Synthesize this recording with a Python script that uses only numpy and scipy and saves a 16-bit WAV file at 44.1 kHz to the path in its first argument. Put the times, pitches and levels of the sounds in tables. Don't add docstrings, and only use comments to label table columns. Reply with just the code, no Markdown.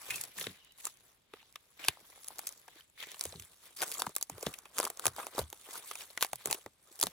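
import sys
import numpy as np
from scipy import signal
from scipy.fft import rfft, irfft, next_fast_len
from scipy.io import wavfile
from scipy.ndimage import uniform_filter1d

SR = 44100
rng = np.random.default_rng(int(sys.argv[2]) if len(sys.argv) > 2 else 0)


def waveform_to_disk(signal):
    frames = np.transpose(np.atleast_2d(signal))
    scaled = np.clip(frames, -1, 1) * 32767
    samples = np.round(scaled).astype(np.int16)
    wavfile.write(sys.argv[1], SR, samples)


def natural_amplitude(level_db):
    exponent = np.asarray(level_db, float) / 20
    return 10 ** exponent


N = 313992

# (time [s], crack peak [dB], sheet above crack [dB], knock above crack [dB], length [ms])
SNAPS_AT_LOG = [(0.089, -46.5, 5, 1, 1.8), (0.4125, -35.5, 3.5, -9, 5.4), (0.4689, -37.5, 11, 3, 2.3),
                (1.337, -51, 11.5, 7.5, 4.5), (2.0107, -56, -13, -6, 2.5), (3.071, -43, -15, -6, 2.6),
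                (3.254, -25, -12.5, -11, 4.9), (3.8189, -25, -1.5, -15, 3.1), (4.0933, -42.5, -36, -5, 6),
                (4.381, -45, -0.5, 1.5, 2.1), (4.4283, -31.5, -8.5, -4.5, 6.3), (4.4674, -29, 2.5, 4, 1.2),
                (4.7893, -20, -12, -14.5, 2.6), (4.842, -26, -16, -15, 1.1),
                (4.852, -24.5, -7.5, -16.5, 5.7), (5.0673, -13, -8, -18.5, 2.5),
                (5.3813, -29, -31.5, 5, 2.4), (5.391, -27, -15, 0, 8.1), (6.458, -19, -13, -14, 2.2),
                (6.502, -34.5, -5, -4, 16), (6.5457, -33, -7.5, -9, 8.9), (6.6621, -38, -8, 1, 0.92),
                (6.992, -37, -17, -19, 4.3), (7.037, -16.5, -17, -11.5, 1.1)]
SNAPS_MIDWAY = [(1.8485, -33.5, -0.5, -10.5, 5.5), (1.8845, -15.5, -1.5, -12, 3.9),
                (1.972, -59, -8, 10.5, 1.5), (2.177, -57.5, -15, 4, 2.8), (2.305, -53, -10, 9, 0.91),
                (2.681, -44, -8, -4, 1.9), (3.0343, -42.5, 0, -12, 7.1), (3.826, -25, -8, -6, 2.8),
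                (3.834, -24.5, -8.5, -11.5, 4.5), (3.997, -25, -17.5, -18, 18), (4.0205, -20, -7, -10, 1.1),
                (4.2984, -29.5, -15, -7, 3.7), (4.4102, -37.5, -15, -40, 0.88),
                (4.9018, -30.5, -10, -12.5, 3.9), (4.9732, -35, -16, -20, 1.5),
                (5.1835, -44.5, -10, 12, 3.3), (5.268, -29, -3, -4, 0.38), (5.5285, -34, -3.5, -7.5, 1.8),
                (6.2099, -29, -0.5, -15.5, 1.22), (6.2476, -25, -2.5, -5.5, 1),
                (6.3321, -24.5, -8, -6, 2.1), (6.473, -28, -11, -10, 1.7), (6.528, -18.5, -6, -14.5, 1.1),
                (7.0692, -24.5, -2.5, -8.5, 0.93)]
SNAPS_AT_EDGE = [(0.869, -30.5, -11.5, -6.5, 9.2), (1.558, -37.5, -0.5, -8, 3.9),
                 (2.392, -28.5, -11, -12.5, 4.4), (3.027, -47, 6.5, -13.5, 8.6),
                 (3.1443, -41.5, 1, -7, 4.9), (4.066, -35, -22, -13, 3.9), (4.212, -32.5, -15, -12.5, 2.7),
                 (4.656, -49, 3, -0.5, 10), (4.7841, -18.5, -5, -12, 0.47),
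                 (4.8009, -16, -10.5, -8.5, 0.81), (4.8299, -23.5, -13, -10, 1.1),
                 (4.867, -40, -1, 7.5, 1.1), (4.8735, -34, -17, 0, 3.8), (4.9959, -28, -8.5, -9.5, 1.2),
                 (5.043, -40, -13, -13, 3.3), (5.056, -16.5, -8, -7.5, 0.26), (5.0803, -26, -12, -7, 1.8),
                 (5.164, -37, -13, -8, 3.2), (5.23, -46, 0, 2.5, 11), (5.913, -33.5, 0.5, -1, 4.9),
                 (5.9552, -34.5, -2.5, -14, 5.6), (6.176, -29.5, -5, -11, 2.74), (6.226, -15, -4, -9, 1.8),
                 (7.029, -13, -12.5, -17.5, 1.4)]
# (time [s], crack peak [dB], sheet above crack [dB], length [ms])
TEARS = [(0.1063, -29, 2, 15), (0.1417, -39, 0, 13), (0.1587, -31, -14, 29), (0.2125, -28, -18, 10),
         (2.4721, -27, -12, 7.7), (3.398, -36.5, -6, 5.5), (3.4232, -41, -3, 2.4),
         (3.923, -34.5, -1.5, 3.5), (3.941, -32, -29, 32), (4.54, -34, -3, 6.6), (6.2156, -29, -13, 4.5)]
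# (time [s], peak [dB], length [ms])
TICKS = [(.238, -30.5, 8.4), (0.252, -38, 4.1), (0.648, -51, 3.9), (.722, -51.5, 3), (0.8533, -28, 1.8),
         (0.972, -48.5, 2.5), (1.526, -48.5, 1.9), (2.2452, -40, 4), (2.284, -29, 2.1),
         (2.3851, -29.5, 0.82), (2.5248, -40.5, 3.3), (3.1172, -34, 1.9), (3.1947, -30.5, 2.1),
         (3.211, -19.5, 2.4), (3.239, -25.5, 0.49), (3.77, -47, 3.3), (3.879, -34, 2.1), (3.8867, -38, 2.6),
         (3.917, -24, 4.1), (4.1526, -35, 2.2), (4.1643, -16, 1.1), (4.183, -34, 1.6), (4.2272, -17.5, 1.4),
         (4.588, -35, 0.91), (5.049, -33, 1.7), (5.502, -38.5, 2.63), (6.3577, -33.5, 2),
         (6.5115, -18.5, 0.98), (6.266, -38, 1.5), (6.222, -33, 1.2), (2.270, -43.5, 2.5),
         (2.279, -39, 1.6), (2.47, -26, 0.81), (2.491, -33, 2.2), (4.879, -34.5, 1.2), (6.927, -46, 1.3),
         (6.957, -45, 2), (7.0175, -26.5, 1.5), (7.024, -31, 1.5), (7.059, -36, 1.5), (7, -28, 1.2),
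         (7.0131, -16.5, 0.87)]
# (time [s], peak [dB], pitch [Hz],
# length [ms])
LOW_CHIPS = [(0.362, -49, 888, 3.1), (0.44, -33.5, 1340, 4), (1.428, -49, 900, 1.6), (3.07, -62, 560, 3),
             (3.328, -40, 548, 3.5), (3.34, -40, 814, 2.5), (3.953, -41, 1170, 4), (4.001, -33, 753, 5),
             (4.019, -21.5, 1190, 2.1), (4.067, -21.5, 970, 4.3), (5.04, -33.5, 1110, 3.4),
             (5.349, -38.5, 465, 4), (5.414, -34, 619, 2.7), (6.104, -48.5, 663, 6.2),
             (6.225, -21.5, 1136, 2.1), (6.478, -35, 396, 4.3), (6.515, -30, 860, 6.6)]
MID_CHIPS = [(0.18, -34, 2410, 4), (0.3853, -30, 1790, 3.6), (0.411, -29, 4190, 8.9),
             (0.4412, -27, 3560, 3.9), (0.4665, -26, 1840, 0.92), (0.4943, -40.5, 3800, 3),
             (1.4282, -48.5, 2900, 2.5), (1.5395, -50, 2100, 1.5), (1.7937, -40, 2370, 3.7),
             (1.8402, -27, 2840, 2.7), (2.807, -42, 3110, 4.9), (2.9766, -41.5, 1894, 3.4),
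             (3.0044, -34, 3450, 3.3), (3.026, -30, 3200, 1.5), (3.039, -47.5, 2400, 3),
             (3.0874, -40, 3660, 3), (3.106, -47, 2420, 3), (3.2092, -22.5, 4560, 2.1),
             (3.2974, -45, 2120, 2.8), (3.3237, -33.5, 4080, 1.3), (3.358, -37, 4140, 1.5),
             (4.0192, -19, 3545, 2.1), (4.4637, -20, 3400, 1.4), (5.0413, -42, 1570, 3),
             (5.359, -35.5, 3900, 3), (5.3905, -26, 4040, 4), (5.4144, -40, 3200, 3.3),
             (5.427, -46.5, 3060, 3), (5.439, -41, 3450, 4.2), (6.0076, -32.5, 3000, 2.3),
             (6.102, -42.5, 4200, 4.3), (6.1753, -23.5, 1960, 3), (6.2247, -18.5, 1504, 2.1),
             (6.5131, -30, 2780, 2.6), (6.5273, -27.5, 2510, 3.3), (7.0126, -32.5, 3570, 3),
             (7.0261, -20.5, 3390, 3.7), (7.0677, -27.5, 3770, 2.5)]
HIGH_CHIPS = [(0.853, -20, 7410, 2.1), (0.8693, -23.5, 7260, 2.2), (1.4666, -55.5, 5970, 2.5),
              (3.292, -37, 6590, 1.2), (3.449, -39, 9500, 1.5), (3.7716, -36, 4700, 2.5),
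              (3.7877, -33.5, 5000, 2.5), (3.7974, -33, 4700, 2.5), (3.805, -29, 5000, 2.5),
              (3.9029, -40, 7400, 2.5), (3.9815, -27, 7670, 3), (4.0003, -27, 4500, 4),
              (4.777, -28.5, 6470, 1.9), (4.8101, -27, 4710, 2.2), (5.3496, -36, 5500, 1.8),
              (6.257, -37, 6300, 1.5)]
DEEP_CHIPS = [(1.8838, -14.5, 2523, 1.7), (1.884, -14, 10300, 1.7), (2.027, -54, 220, 5.2),
              (2.388, -45, 451, 2.7), (2.76, -50, 325, 8.1), (3.8254, -22, 1480, 3.4),
              (3.832, -30, 1450, 2.3), (4.299, -38.5, 288, 10), (5.53, -49, 350, 8.4),
              (6.913, -52, 350, 12), (1.337, -35, 1250, 2.3), (1.558, -38.5, 1212, 4.1),
              (2.684, -39, 1646, 1.8), (3.93, -37, 4200, 3), (3.948, -34.5, 3320, 3),
              (4.165, -29.5, 1170, 2.2), (6.225, -21, 1990, 3), (0.142, -29, 2575, 14),
              (2.122, -51, 2010, 5.5), (2.481, -31.5, 6420, 3), (3.013, -38, 2090, 10),
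              (3.036, -34, 1860, 4.2), (3.055, -47, 2150, 10), (4.068, -31, 898, 5.7),
              (4.183, -45, 2200, 1.8), (4.214, -34, 3970, 3), (6.175, -28.5, 1490, 3.2),
              (6.662, -37, 1973, 2.9), (1.886, -34, 394, 4.6), (7.029, -24.5, 1006, 3.4),
              (6.482, -36.5, 9000, 1.5), (5.754, -46, 2380, 3), (6.015, -39.5, 2470, 7.4)]
# (time [s], peak [dB], pitch [Hz], length [s])
THUDS = [(0.072, -53.5, 123.4, 0.19), (.36, -56, 167, 0.15), (0.467, -43.5, 179, 0.053),
         (1.887, -41, 110, 0.017), (3.253, -47.5, 82, 0.061), (3.35, -45, 128, 0.04),
         (3.389, -49, 67, 0.058), (4.068, -39.5, 146, 0.025), (4.314, -50, 109.5, 0.068),
         (4.464, -36, 154, 0.034), (5.059, -43, 103, 0.039), (5.097, -55, 82.5, 0.068),
         (5.387, -40, 78, 0.08), (6.329, -56, 117, 0.048), (6.459, -48.5, 134, 0.072),
         (6.659, -54.5, 151, 0.033), (7.036, -49, 132, 0.038), (7.065, -43, 142, 0.027)]

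# (peak time [s], peak [dB], time to climb 20 dB [s], time to fall 20 dB [s])
RUSTLES = [(.3838, -41, 0.03, 0.1264), (.85, -47.5, 0.05, 0.1), (2.5, -61, 0.1, 0.45),
           (3.2, -59, 0.1, 0.65), (3.261, -53.5, 0.22, 0.1), (3.764, -48.5, 0.002, 0.46),
           (3.98, -51.5, 0.22, -0.08), (5.78, -47.5, 0.26, 0.03), (5.901, -50, 0.16, 0.28),
           (6.108, -46.5, -0.11, -0.1), (6.52, -48, 0.07, 0.1243), (6.91, -60.5, -0.22, 1),
           (.81, -54, 0.06, -0.02), (2.1, -58, -0.54, .08)]
SCRAPES = [
    (.43, -48, 0.06, 0.11),
    (1.36, -63, 0.094, 0.21),
    (1.8, -48.5, 0.015, 0.21),
    (2.8, -59.5, 0.18, 0.061),
    (3, -48.5, 0.036, 0.057),
    (3.03, -52, 0.044, 0.11),
    (3.12, -52.5, 0.057, 0.041),
    (.56, -64.5, .06, 0.36),
    (6.41, -55, 0.052, 0.06),
    (7.075, -48.5, 0.086, 0.025),
]
DRAGS = [
    (.14, -47.5, 0.32, 0.26),
    (1.881, -45, 0.073, 0.022),
    (3.659, -56, 0.076, 0.1),
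    (6.019, -48.5, 0.089, 0.033),
    (6.232, -38, 0.033, 0.034),
]
BENDS = [(6.88, -68.5, 0.084, 0.12), (3.828, -42.5, 0.033, 0.049), (4.03, -52.5, 0.15, 0.088),
         (4.31, -65.5, 0.01, 0.94), (4.46, -52, 0.1, 0.14), (4.77, -49.5, 0.031, 0.18),
         (4.84, -50.5, 0.081, 0.042), (5.061, -49, 0.073, 0.069), (5.19, -46.5, 0.04, 0.12),
         (5.389, -41.5, 0.06, 0.053), (5.68, -56.5, 0.063, 0.14), (5.78, -58, 0.074, 0.083),
         (6.459, -54, 0.03, 0.18), (6.669, -78, 0.026, 0.013)]
CURL_SLIDES = [
    (.6, -68, .16, .42),
]
# (time [s], level [dB])
GLOVES = [(0, -90), (.56, -73), (.68, -80), (1.08, -66.5), (1.28, -85), (1.48, -74), (1.78, -69),
          (2.0, -65), (2.42, -57), (2.6, -71.5), (2.95, -81.5), (3.4, -58), (3.75, -84), (4.2, -64),
          (4.29, -72), (6.3, -61.5), (6.76, -77.5), (7.12, -62.5)]

# (frequency [Hz], level [dB])
PAPER = [(2500, -29), (4200, -5.5), (6500, -2), (9000, 2.5), (12000, -2), (15300, -1.5), (16000, -8),
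         (16900, -50), (17200, -120)]
SHEET = [(800, -45), (1500, -3.5), (2100, 0.5), (2800, -2), (3600, 2), (4300, -4), (7000, -14)]
FLEX = [(50, -21.5), (250, -7.5), (400, 0.5), (800, 0.5), (1200, 3), (1600, -4), (3000, -28)]
CHIP = [(150, -33), (350, -7), (12000, 8), (16500, -5), (17200, -120)]
LOG = [(30, -64), (60, -2.5), (110, -7), (200, -11), (450, -6.5), (900, -59)]
WOOD = [(30, 9), (79, 1), (1460, -14), (3580, -11.5), (8740, -26.5), (15200, -46), (16300, -67)]
# (frequency [Hz], likeness [0-1])
NEAR = [(700, 0.98), (1700, 0.81), (3200, 0.56), (5600, 0.85), (7600, 0.26)]
FAR = [(100, 0.81), (400, 0.3), (1400, 0.064), (5600, .15), (7600, 0.91)]
# (frequency [Hz], phase [radians])
PORT_LEAD = [(0, 0), (800, .3), (1900, -.6), (2800, 1.1), (4200, .75), (5300, 1.8), (6000, 0), (7000, -.1),
             (8620, -3.14), (15500, -16.7), (22050, -16.7)]
# (frequency [Hz], left minus right [dB])
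PORT_SHADE = [(700, 0), (1600, 3), (3100, 0), (4500, 1.5), (6000, -3), (6900, -7), (7600, 5)]

KNOCK_HZ = (422, 763.4, 1203.4)
LEAD_IN = 256
SAME_HZ = 8150


def fibres():
    dry_knock_db = -26.5
    rows = [(s, db, -15.5, dry_knock_db, KNOCK_HZ[1], ms) for s, db, ms in TICKS]
    rows += [(s, db, sheet_db, dry_knock_db, KNOCK_HZ[2], ms) for s, db, sheet_db, ms in TEARS]
    for table, hz in zip((SNAPS_AT_LOG, SNAPS_MIDWAY, SNAPS_AT_EDGE), KNOCK_HZ):
        rows += [(s, db, sheet_db, knock_db, hz, ms) for s, db, sheet_db, knock_db, ms in table]
    return np.transpose(rows)


def snaps():
    s, db, sheet_db, knock_db, hz, ms = fibres()
    s, length = s - LEAD_IN / SR, ms / 1000
    chance = rng.random((len(s), 3))
    hz = hz * (1 + 0.053 * (2 * chance[:, 2] - 1))
    rasp = 0.027 * ms[:, None, None]
    buzz_width = 1.6 / ms[:, None, None]

    crack_shape = swell(0.7 * length, rise=0.4, fall=0.67, tail_db=-15.5, tail_t60=0.061, spike=2.26)
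    crack = struck(crack_shape, 4500 * 1.4 ** chance[:, 0], PAPER, ring_share=0.048, width=3.5)
    sheet_shape = swell(0.78 * length, rise=0.31, fall=0.78, tail_db=-15.0, tail_t60=0.064, spike=1.28)
    sheet = struck(sheet_shape, 2400 * 1.2 ** chance[:, 1], SHEET, ring_share=rasp, width=buzz_width)
    knock_shape = swell(0.64 * length + 0.57 / hz, rise=0.21, fall=0.6, tail_db=-17.5, tail_t60=0.057, spike=0)
    knock = struck(knock_shape, hz, FLEX, ring_share=0.67, width=0.4)

    cracks = laid(s, db + 5.5, crack)
    slaps = laid(s + .0003, db + sheet_db + 2.0, sheet)
    knocks = laid(s + 0.58 / hz, db + knock_db + 3.5, knock)
    return cracks + slaps + knocks


def chips():
    s, db, hz, ms = np.transpose(LOW_CHIPS + MID_CHIPS + HIGH_CHIPS + DEEP_CHIPS)
    length = 0.5 * ms / 1000 + 0.5 / hz
    shape = swell(length, rise=0.2, fall=0.94, tail_db=-14.0, tail_t60=0.032, spike=0.61)[..., :1024]
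    return laid(s + 0.000989 - LEAD_IN / SR, db - 1.5, struck(shape, hz, CHIP, ring_share=0.83, width=0.24))


def thuds():
    s, db, hz, length = np.transpose(THUDS)[..., None, None]
    t = np.arange(SR // 4) / SR
    u = t / (0.26 * np.clip(length, .01, .2))
    shape = u * np.exp(1 - u)
    thud = struck(shape, hz.ravel(), LOG, ring_share=0.54, width=0.38, sag_cycles=1.486)
    return laid(s.ravel(), db.ravel() + 0.5, thud)


def rubbing():
    gloves = natural_amplitude(np.interp(np.arange(N) / SR, *np.transpose(GLOVES)))
    pressures = np.array([strokes(RUSTLES), strokes(SCRAPES), strokes(DRAGS), strokes(BENDS), gloves])
    mixes_db = [(0.12, -7, -12),
                (-8, 0.067, -10),
                (0.1, -2.2, -8.5),
                (0.27, -3.5, 0.028),
                (0.1, -4, -7)]
    levels = np.sqrt(natural_amplitude(mixes_db).T ** 2 @ pressures ** 2)
    fine = grit(rate=400, scatter_db=4, t60=.01)
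    coarse = grit(rate=160, scatter_db=4, t60=.025)
    paper_shape = 0.39 + 0.41 * fine
    sheet_shape = 0.8 + 0.35 * fine + 0.2 * coarse
    flex_shape = 0.5 + .2 * fine + 0.49 * coarse
    total = 0
    for level, shape, colour in zip(levels, (paper_shape, sheet_shape, flex_shape), (PAPER, SHEET, FLEX)):
        total = total + level * unit(shape * coloured(patchy(depth_db=3.0), colour))
    return total


def curl():
    width_hz = 110
    rings = lambda f: sum(1 / (1 + ((f - hz) / width_hz) ** 2) for hz in (2960, 3860))
    return strokes(CURL_SLIDES) * unit(filtered(patchy(depth_db=5), rings))


def forest():
    return natural_amplitude(-73 + 0.5) * unit(coloured(patchy(depth_db=0.5), WOOD))


def strokes(rows):
    t = np.arange(N) / SR
    roundness = 1.196
    total = 0
    for s, db, rise, fall in rows:
        away = np.maximum((s - t) / max(rise, .002), (t - s) / max(fall, .002))
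        total = total + natural_amplitude(db - 20 * away ** roundness)
    return total


def grit(rate, scatter_db, t60):
    sizes = natural_amplitude(scatter_db * np.minimum(rng.exponential(size=N), 2.2))
    ticks = (rng.random(N) < rate / SR) * sizes
    decay = natural_amplitude(-60 * np.arange(2048) / SR / t60)
    return unit(signal.fftconvolve(ticks, decay)[:N])


def patchy(depth_db):
    z = signal.stft(rng.standard_normal((2, N)), nperseg=256)[2]
    field = uniform_filter1d(rng.standard_normal(z.shape[1:]), size=8, axis=0)
    field = uniform_filter1d(field, size=8, axis=1)
    return signal.istft(z * natural_amplitude(depth_db * unit(field)), nperseg=256)[1][:, :N]


def swell(length, rise, fall, tail_db, tail_t60, spike):
    t = (np.arange(2048) - LEAD_IN) / SR
    length = np.clip(length, .0005, .02)[:, None, None]
    front = natural_amplitude(-9 * np.abs(t) / (length * np.where(t < 0, rise, fall)))
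    front = front * (1 + spike * np.exp(-np.abs(t) / 0.00031))
    return front + (t > 0) * natural_amplitude(tail_db - 60 * np.abs(t) / tail_t60)


def struck(shape, hz, spectrum, ring_share, width, sag_cycles=0):
    hz, t = hz[:, None, None], np.arange(shape.shape[2]) / SR
    around = lambda f: natural_amplitude(along(spectrum, f)) / np.sqrt(1 + ((f - hz) / (width * hz)) ** 2)
    noise = filtered(shape * rng.standard_normal((len(hz), 2, shape.shape[2])), around)
    sag = sag_cycles * (1 - np.exp(-t / .012))
    phase = 2 * np.pi * (hz * t + sag + rng.random((len(hz), 2, 1)))
    return noise / np.abs(noise).max(axis=2, keepdims=True) + ring_share * shape * np.sin(phase)


def laid(times, gains_db, sounds):
    peaks = np.abs(sounds[:, 0]).max(axis=1)
    sounds = sounds * (natural_amplitude(gains_db) / peaks)[:, None, None]
    at = (np.round(times * SR).astype(int)[:, None] + np.arange(sounds.shape[2])).ravel()
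    return np.array([np.bincount(at, sounds[:, c].ravel(), N + SR)[:N] for c in (0, 1)])


def along(points, hz):
    f, v = np.transpose(points)
    return np.interp(np.log(hz + 1), np.log(f + 1), v)


def unit(x):
    return x / np.sqrt(np.mean(x ** 2) + 1e-20)


def filtered(x, response):
    n = x.shape[-1]
    m = next_fast_len(n + 2048)
    return irfft(rfft(x, m) * response(np.fft.rfftfreq(m, 1 / SR)), m)[..., :n]


def coloured(x, spectrum):
    return filtered(x, lambda hz: natural_amplitude(along(spectrum, hz)))


def spread(pair, alike, scatter=1, treble=1, same_hz=SAME_HZ):
    def shares(hz):
        likeness = np.clip(np.where(hz < same_hz, along(alike, hz), treble), 0, 1)
        turn = np.arccos(likeness ** scatter) / 2
        return np.array([np.cos(turn), np.sin(turn)])

    mid, side = filtered(pair, shares)
    return np.array([mid + side, mid - side])


def scene():
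    breaks = spread(snaps() + thuds() + chips(), NEAR, treble=0.82)
    rub = rubbing()
    moved = np.clip((np.arange(N) / SR - 3.05) * 10 + .5, 0, 1)
    rub_before = spread((rub + curl()) * (1 - moved), NEAR, scatter=5.4)
    rub_after = spread(rub * moved, NEAR, scatter=2.5, same_hz=9000)
    return breaks + rub_before + rub_after + spread(forest(), FAR)


def low_pass(x):
    return signal.sosfilt(signal.butter(12, 16980, fs=SR, output="sos"), x)


def record(dry):
    f, lead = np.transpose(PORT_LEAD)

    def half(hz):
        shade = natural_amplitude((hz < SAME_HZ) * along(PORT_SHADE, hz) / 2)
        return shade * np.exp(.5j * np.interp(hz, f, lead))

    band = lambda hz: (hz < 16950) / (1 + (48 / (hz + 1)) ** 4)
    ports = filtered(dry, lambda hz: band(hz) * np.array([half(hz), 1 / half(hz)]))
    return low_pass(ports)


dry = scene()
out = record(dry)
waveform_to_disk(out)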